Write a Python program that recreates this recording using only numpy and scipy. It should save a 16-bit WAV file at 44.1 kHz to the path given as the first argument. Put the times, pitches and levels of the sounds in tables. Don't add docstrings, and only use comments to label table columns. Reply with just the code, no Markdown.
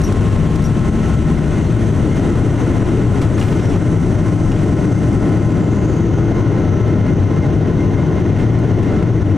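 import sys
import numpy as np
from scipy import signal
from scipy.fft import rfft, irfft, next_fast_len
from scipy.io import wavfile

SR = 44100
rng = np.random.default_rng(int(sys.argv[2]) if len(sys.argv) > 2 else 0)


def store_wav(level_fs):
    pcm = np.round(np.clip(np.atleast_2d(level_fs), -1, 1) * 32767)
    wavfile.write(sys.argv[1], SR, pcm.T.astype(np.int16))


N = 413216
TIME = np.arange(N) / SR
FREQS = np.maximum(np.fft.rfftfreq(next_fast_len(N), 1 / SR), 1)
NEAR_SHAFT_HZ, FAR_SHAFT_HZ = 57.35, 57.62

# freq_hz, density_db
PANEL_SPECTRUM = [(200, -47), (700, -66.5), (1200, -67), (2000, -70.5), (2800, -75.5), (4500, -83.5),
                  (8000, -87.5), (12000, -102), (15500, -120)]


def from_db(db):
    return 10 ** (np.asarray(db) / 20)


def at_hz(points, hz):
    freqs, values = np.transpose(points)
    return np.interp(np.log(hz), np.log(freqs), values)


def over_time(points):
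    return np.interp(TIME, *np.transpose(points))


def before(time_s, span_s):
    return .5 - .5 * np.tanh((TIME - time_s) / (2 * span_s))


def ramp(end_s):
    return np.minimum(TIME / end_s, 1)


def fading(hold_s, db_per_s):
    return -db_per_s * np.maximum(TIME - hold_s, 0)


def swell(start_s, length_s):
    return np.sin(np.pi * np.clip((TIME - start_s) / length_s, 0, 1))


def dying(start_s, decay_s, rise_s=0.00052):
    envelope = np.zeros(N)
    first = max(int(start_s * SR), 0)
    age = TIME[:min(int(10 * decay_s * SR), N - first)]
    envelope[first:first + len(age)] = (1 - np.exp(-age / rise_s)) * np.exp(-age / decay_s)
    return envelope


def drift(rate_hz):
    coarse_time = TIME[::40]
    size = next_fast_len(len(coarse_time))
    freqs = np.fft.rfftfreq(size, coarse_time[1])
    spectrum = rfft(rng.standard_normal(size)) / (1 + (freqs / rate_hz) ** 2)
    slow = irfft(spectrum, size)[:len(coarse_time)]
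    return np.interp(TIME, coarse_time, slow / slow.std())


def white():
    return rfft(rng.standard_normal(next_fast_len(N)))


def placed(sound, hz):
    # freq_hz, left_minus_right_db
    balance = [(25, 4.6), (60, 5.8), (110, 4.1), (200, 3.5), (380, 2), (700, -.8), (1290, 1.5), (2400, 0.3),
               (8000, 0.2)]
    return sound * from_db(at_hz(balance, hz) * np.array([[.5], [-.5]]))


def noise(spectrum):
    # freq_hz, correlation
    likeness = [(25, 0.87), (60, 0.92), (300, 0.95), (600, 0.84), (720, 0.72), (790, .05), (900, 0.66),
                (1050, 0.8), (2600, 0.88), (4900, 0.86), (6100, 0.98), (8000, 0.9), (14000, .99)]
    alike = np.clip(at_hz(likeness, FREQS), 0, 1)
    side_gain = np.sqrt((1 - alike) / (1 + alike))
    pair = white() + side_gain * white() * [[1], [-1]]
    shape = from_db(at_hz(spectrum, FREQS)) * np.sqrt(SR / 2)
    return irfft(placed(pair, FREQS) * shape)[:, :N]


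def ringing(hz, width_hz):
    phase = 2 * np.pi * hz * TIME
    return drift(.7 * width_hz) * np.cos(phase) + drift(.7 * width_hz) * np.sin(phase)


def wavering(hz, width_hz):
    pitch_hz = hz + .5 * width_hz * drift(width_hz)
    return np.sqrt(2) * np.sin(2 * np.pi * (np.cumsum(pitch_hz) / SR + rng.random()))


def tone(hz, db, flutter_db=0.0, wander=0.00097):
    phase = 2 * np.pi * np.cumsum(hz * (1 + wander * drift(7.6))) / SR
    return np.sqrt(2) * from_db(db + flutter_db * drift(26)) * np.sin(phase)


def blows(events, spectrum):
    envelope = sum(from_db(db) * dying(start, decay) for start, db, decay in events)
    return envelope * noise(spectrum)


def jingle():
    # start_s, decay_s, pitch_hz, width_hz, level_db
    rings = [(3.216, .02, 13080, 300, -60), (3.394, .015, 13100, 300, -59), (3.424, .03, 14790, 70, -54),
             (3.468, .02, 14700, 70, -55), (3.48, 0.025, 15350, 140, -62), (3.504, .018, 14710, 70, -57)]
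    return sum(from_db(db) * dying(start, decay) * wavering(hz, width)
               for start, decay, hz, width, db in rings)


def rattle(jolts_per_s=7.1, level_db=-9, spread_db=6):
    sizes = from_db(level_db + spread_db * rng.standard_normal(N))
    jolts = sizes * (rng.random(N) < jolts_per_s / SR)
    envelope = signal.fftconvolve(jolts, dying(0, decay_s=0.0076, rise_s=0.0014))[:N]
    return envelope * noise(PANEL_SPECTRUM)


def trim_ticks():
    # start_s, level_db, decay_s
    ticks = [(.016, 6, 0.0055), (.036, 0, 0.025), (.124, 4, 0.0066), (.284, -8, .006), (.557, 7, 0.005),
             (.6205, 0, 0.008), (.638, -2, .02), (.707, -6, .006), (.7926, -5, 0.0032), (.962, -7, .004),
             (1.0805, -5, .016), (1.1364, -9.5, .03), (1.478, -11, .008), (1.961, -6, .012),
             (2.16, -6, 0.025), (3.214, 3, 0.012), (3.378, -3, .004), (3.394, -1, 0.0063),
             (3.397, -3, 0.15), (4.504, -7, .003), (4.517, -2, .005), (5.983, -6, .004)]
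    # freq_hz, density_db
    tick_spectrum = [(1000, -67), (3000, -77), (6000, -75), (9000, -79), (13000, -90), (15500, -96)]
    return blows(ticks, tick_spectrum)


def trim_squeaks():
    # start_s, length_s, pitch_hz, width_hz,
    # level_db, relative_octave_db
    rubs = [(0.03, 0.034, 5780, 520, -31, -14), (.054, 0.038, 5700, 300, -40.5, -15),
            (0.63, 0.046, 5720, 420, -36, -13), (1.635, .025, 6300, 1500, -45, -30),
            (1.65, 0.045, 4230, 180, -46.5, -18), (2.04, 0.2, 6330, 900, -45.5, -26),
            (3.342, 0.025, 6400, 300, -43.5, -30), (3.52, 0.26, 5670, 1100, -46, -26),
            (3.3, 2.6, 5600, 500, -55, -34), (3.5, 3.1, 4750, 900, -56, -34),
            (4.502, .007, 6900, 900, -42, -30), (5.05, .5, 9800, 1300, -60.5, -40),
            (5.965, .028, 6380, 400, -43.5, -32)]
    squeaks = np.zeros(N)
    for start, length, hz, width, db, octave_db in rubs:
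        motion = ringing(hz, width)
        octave = from_db(octave_db) * (motion ** 2 - 1)
        squeaks += from_db(db) * swell(start, length) * (motion + octave)
    return squeaks


def panel_clacks():
    # start_s, level_db
    contacts = [(3.383, -28), (3.4125, -19), (3.416, -25), (3.425, -20), (3.436, -30), (3.447, -28),
                (3.465, -31), (3.486, -28), (4.517, -27), (4.526, -31)]
    # pitch_hz, level_db, decay_s
    modes = [(1250, -8, .004), (1650, -6, .004), (2050, -6, .0035), (2450, -4, .0035), (2860, -3, 0.004),
             (3200, -6, .003), (4100, -14, .0025), (5670, -14, .0025), (6900, -15, .0025)]
    ring = sum(from_db(db) * dying(0, decay) * np.sin(2 * np.pi * hz * TIME) for hz, db, decay in modes)
    return sum(from_db(db) * np.interp(TIME - start, TIME, ring) for start, db in contacts)


def knocks():
    # start_s, level_db, decay_s
    jolts = [(3.132, 0, .006), (3.215, 8, 0.024), (3.378, 9, 0.011), (3.412, 2, 0.11), (3.482, 7, 0.0087),
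             (3.525, 0, 0.031), (3.585, 1.5, .09), (3.72, -7, 0.074), (4.105, -3, .008), (4.259, 2, 0.006),
             (4.281, 0, 0.017), (4.517, 7, 0.006), (4.56, 4.5, 0.051), (7.322, -1, 0.006), (7.36, -3, .03),
             (7.992, 0, .006), (8.363, 4, .006), (8.385, 4, 0.042), (8.587, 8, .006), (8.827, 0.5, 0.037),
             (9.027, 7, 0.006)]
    return blows(jolts, PANEL_SPECTRUM)


def vents(flutter_db=2.5):
    # pitch_hz, width_hz, level_db
    passages = [(5950, 260, -58.5), (6260, 220, -55)]
    voices = sum(from_db(db + flutter_db * drift(7)) * ringing(hz, width) for hz, width, db in passages)
    onset = 1 - before(.5, span_s=.15)
    return onset * from_db(fading(hold_s=6.6, db_per_s=2)) * voices


def seal_leak(open_hz=7930, shut_hz=5920, width_hz=1200, cavity_hz=6600, cavity_width_hz=490):
    # freq_hz, density_db
    hiss_spectrum = [(2000, -125), (3500, -103), (5200, -96), (5950, -81.5), (6350, -82), (6900, -87),
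                     (7800, -83), (8200, -86), (8800, -89.5), (9450, -85.5), (9950, -91.5), (10500, -92.5),
                     (11000, -98), (13000, -111), (15500, -122)]
    gap = before(5.74, span_s=0.28)
    hiss_db = 0.5 + fading(hold_s=0, db_per_s=0.2) - 9.5 * (1 - gap)
    whistle_hz = shut_hz + (open_hz - shut_hz) * gap
    whistle_db = -59.5 + 9.5 * np.exp(-((whistle_hz - cavity_hz) / cavity_width_hz) ** 2)
    eddies = irfft(white() / (1 + (2 * FREQS / width_hz) ** 4))[:N]
    whistle = np.sqrt(2) * eddies / eddies.std() * np.sin(2 * np.pi * np.cumsum(whistle_hz) / SR)
    return from_db(hiss_db) * noise(hiss_spectrum) + from_db(whistle_db) * whistle


def whines():
    early_db = -40 + fading(hold_s=1, db_per_s=24)
    early = tone(hz=1065, db=early_db, flutter_db=2, wander=.003)
    turbine = tone(hz=4275, db=-70)
    return early + turbine


def fan_surges():
    # start_s, length_s, level_db
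    surges = [(1.44, .16, -47), (2.05, .17, -46), (3.48, .22, -47), (5.45, .5, -50), (6.1, .45, -50),
              (6.96, .18, -44), (7.15, .5, -48), (7.72, .16, -42.5), (7.89, .16, -43), (8.05, .2, -44.5),
              (8.33, .18, -44.5), (8.65, .45, -49.5)]
    envelope = sum(from_db(db) * swell(start, length) for start, length, db in surges)
    return envelope * tone(hz=2101, db=0, wander=.002)


def cabin_hums():
    # start_s, length_s, pitch_hz, width_hz, level_db
    hums = [(0.6, 1, 68, 4.8, -20.5), (0.06, 2.4, 153, 8.2, -21), (0, 1.54, 220, 4, -23.5),
            (0.8, 1.9, 223.4, 7.6, -26), (1.56, 2.4, 263.9, 28, -29.5), (1.5, 1.16, 360.8, 88, -29),
            (1.5, 3.3, 145, 14.4, -28.5), (3.5, 3.44, 312.2, 21.82, -26), (3.3, 1.53, 170.1, 10.4, -21),
            (4.5, 0.88, 168, 16.4, -27.5), (5.4, 1.64, 334, 18.5, -26), (4.5, 2.6, 1300, 16.5, -50),
            (5, 5.5, 600, 19.3, -41.5), (7.7, 2.4, 318, 35.3, -27.5), (6.5, 2, 150, 14.3, -31)]
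    return sum(placed(from_db(db) * swell(start, length) * wavering(hz, width), hz)
               for start, length, hz, width, db in hums)


def drones(cabin_hz=100.6):
    # time_s, level_db
    boom_levels = [(0.0, -26), (0.05, -17.5), (1.2, -29), (1.36, -22), (1.44, -38), (1.54, -23), (3.1, -31),
                   (3.47, -21), (3.52, -45), (3.58, -20), (6.57, -26), (6.73, -14.5), (6.78, -22),
                   (7.05, -15), (7.1, -26), (7.25, -10), (7.36, -21), (8.22, -24.5), (8.3, -11.5),
                   (8.61, -38), (8.77, -10), (8.85, -35), (9.03, -13.5), (9.16, -27), (9.34, -11),
                   (9.37, -40)]
    # time_s, level_db
    shaft_levels = [(0.0, -36), (0.52, -30), (0.57, -36), (0.7, -22), (1.54, -35), (1.77, -18),
                    (1.83, -22.5), (2.53, -22.5), (2.66, -24.5), (3.05, -19), (4.23, -24.5), (5.4, -23),
                    (5.95, -26.5), (6.32, -21.5), (8.38, -34.5), (8.48, -15), (8.82, -27.5), (9.06, -21),
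                    (9.11, -12), (9.37, -38)]
    boom = from_db(over_time(boom_levels) + 0.5) * wavering(cabin_hz, width_hz=6.914)
    shaft = tone(2 * FAR_SHAFT_HZ, over_time(shaft_levels) + 1.5, flutter_db=2.5, wander=0.012)
    return placed(boom + shaft, cabin_hz)


def rotor(shaft_hz, orders, flutter_db=1.4, wander=.0013):
    angle = 2 * np.pi * np.cumsum(shaft_hz * (1 + wander * drift(2.75))) / SR
    buzz = np.zeros((2, N))
    for order, db in orders:
        partial = from_db(db + flutter_db * drift(6)) * np.sin(round(order) * angle)
        buzz += placed(partial, order * shaft_hz)
    return np.sqrt(2) * from_db(1.16 + fading(hold_s=5.6, db_per_s=1)) * buzz


def buzz_saw(core_hz=202.9):
    # time_s, gain_db
    near_gains = [(0, -5), (.9, 3), (1.25, 2), (1.55, -6), (1.72, -3), (1.86, -11), (2.0, 1.5),
                  (2.85, -1.5), (3.4, -4), (3.7, -3), (4.7, -0.5), (5.3, 0.5), (5.6, -1.5), (6.4, -3.5),
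                  (6.7, 3), (7.05, 0), (7.25, -5), (7.5, -4), (8.7, -7), (9.0, 4.5), (9.37, -6)]
    # shaft_multiple, level_db
    near_orders = [(23, -44.5), (24, -57)]
    # shaft_multiple, level_db
    far_orders = [(12, -54), (14, -49), (22, -52.5), (25, -54.5), (26, -50.5), (44, -67)]
    # shaft_multiple, level_db
    core_orders = [(1, -32.5), (2, -42.5), (3, -43.5)]
    near = from_db(over_time(near_gains)) * rotor(NEAR_SHAFT_HZ, near_orders)
    return near + rotor(FAR_SHAFT_HZ, far_orders) + rotor(core_hz, core_orders)


def takeoff_roar(nose_up_s=2.9, liftoff_s=5.1):
    # freq_hz, density_db
    rumble_spectrum = [(5, -76), (20, -45.5), (32, -42), (48, -45.5), (68, -41), (100, -47), (200, -104),
                       (1000, -140)]
    # freq_hz, density_db
    boom_spectrum = [(10, -82), (35, -68), (60, -42.5), (85, -40), (108, -36.5), (130, -40), (158, -36),
                     (185, -40.5), (235, -44.5), (330, -54.5), (2000, -140)]
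    # freq_hz, density_db
    jet_spectrum = [(40, -77), (150, -62.5), (240, -48), (285, -41), (335, -42), (410, -46.5), (530, -55),
                    (660, -56.5), (850, -61.5), (1200, -70.5), (1900, -74.5), (2300, -84), (4000, -100),
                    (9000, -140)]
    # freq_hz, density_db
    air_spectrum = [(1200, -69.5), (2100, -72.5), (2350, -76), (2750, -75), (3050, -75.5), (3500, -80),
                    (3850, -81), (5100, -87.5), (5600, -84), (6300, -86), (6900, -89), (7900, -94),
                    (8400, -98.5), (9400, -99.5), (9950, -100), (10400, -95.5), (11200, -99.5),
                    (13000, -110), (15500, -122)]
    # pitch_hz, width_hz, level_db
    resonances = [(156.6, 19, -28), (307.8, 20, -40.5), (451, 24, -45), (596.4, 34, -41.5),
                  (1033.5, 57, -41.5), (1443, 50, -44.5), (1898, 125, -47.5), (2092, 50, -47)]
    wheel_load = 1 - ramp(liftoff_s) ** 2
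    on_runway = before(liftoff_s, span_s=.1)
    buffet_db = .5 * drift(rate_hz=4)
    jet_db = 2.5 * (ramp(nose_up_s) - 1) + buffet_db
    air_db = -1.32 + 3.5 * wheel_load + buffet_db
    wheels = from_db(-3 + 1.6 * on_runway + 4.5 * wheel_load) * noise(rumble_spectrum)
    boom = from_db(0.46) * noise(boom_spectrum)
    jet = from_db(jet_db - 0.17) * noise(jet_spectrum)
    air = from_db(air_db) * noise(air_spectrum)
    modes = sum(placed(from_db(db + jet_db) * ringing(hz, width), hz) for hz, width, db in resonances)
    return wheels + boom + jet + air + modes


def scene():
    engines = buzz_saw() + whines() + fan_surges()
    rattles = knocks() + trim_ticks() + panel_clacks() + rattle() + trim_squeaks() + jingle()
    cabin = drones() + cabin_hums() + seal_leak() + vents()
    return rattles + cabin + engines + takeoff_roar()


def record(dry, threshold_db=-8.5, release_db_per_s=176, attack_s=0.00088, makeup_db=2.5):
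    crossover_hz, cutoff_hz = 370, 16400
    peak_db = 20 * np.log10(np.abs(dry).max(axis=0) + 1e-9)
    over_db = np.maximum(peak_db - threshold_db, 0)
    recovery_db = release_db_per_s * TIME
    held_db = np.maximum.accumulate(over_db + recovery_db) - recovery_db
    pole = np.exp(-1 / (attack_s * SR))
    cut_db = signal.filtfilt([1 - pole], [1, -pole], held_db)
    bass = signal.sosfiltfilt(signal.butter(2, crossover_hz, fs=SR, output="sos"), dry)
    treble = dry - bass
    limited = bass * from_db(-cut_db) + treble * from_db(-1.46 - 0.67 * cut_db)
    top_cut = signal.cheby2(16, 70, cutoff_hz, fs=SR, output="sos")
    return signal.sosfilt(top_cut, from_db(makeup_db) * limited)


dry = scene()
out = record(dry)
store_wav(out)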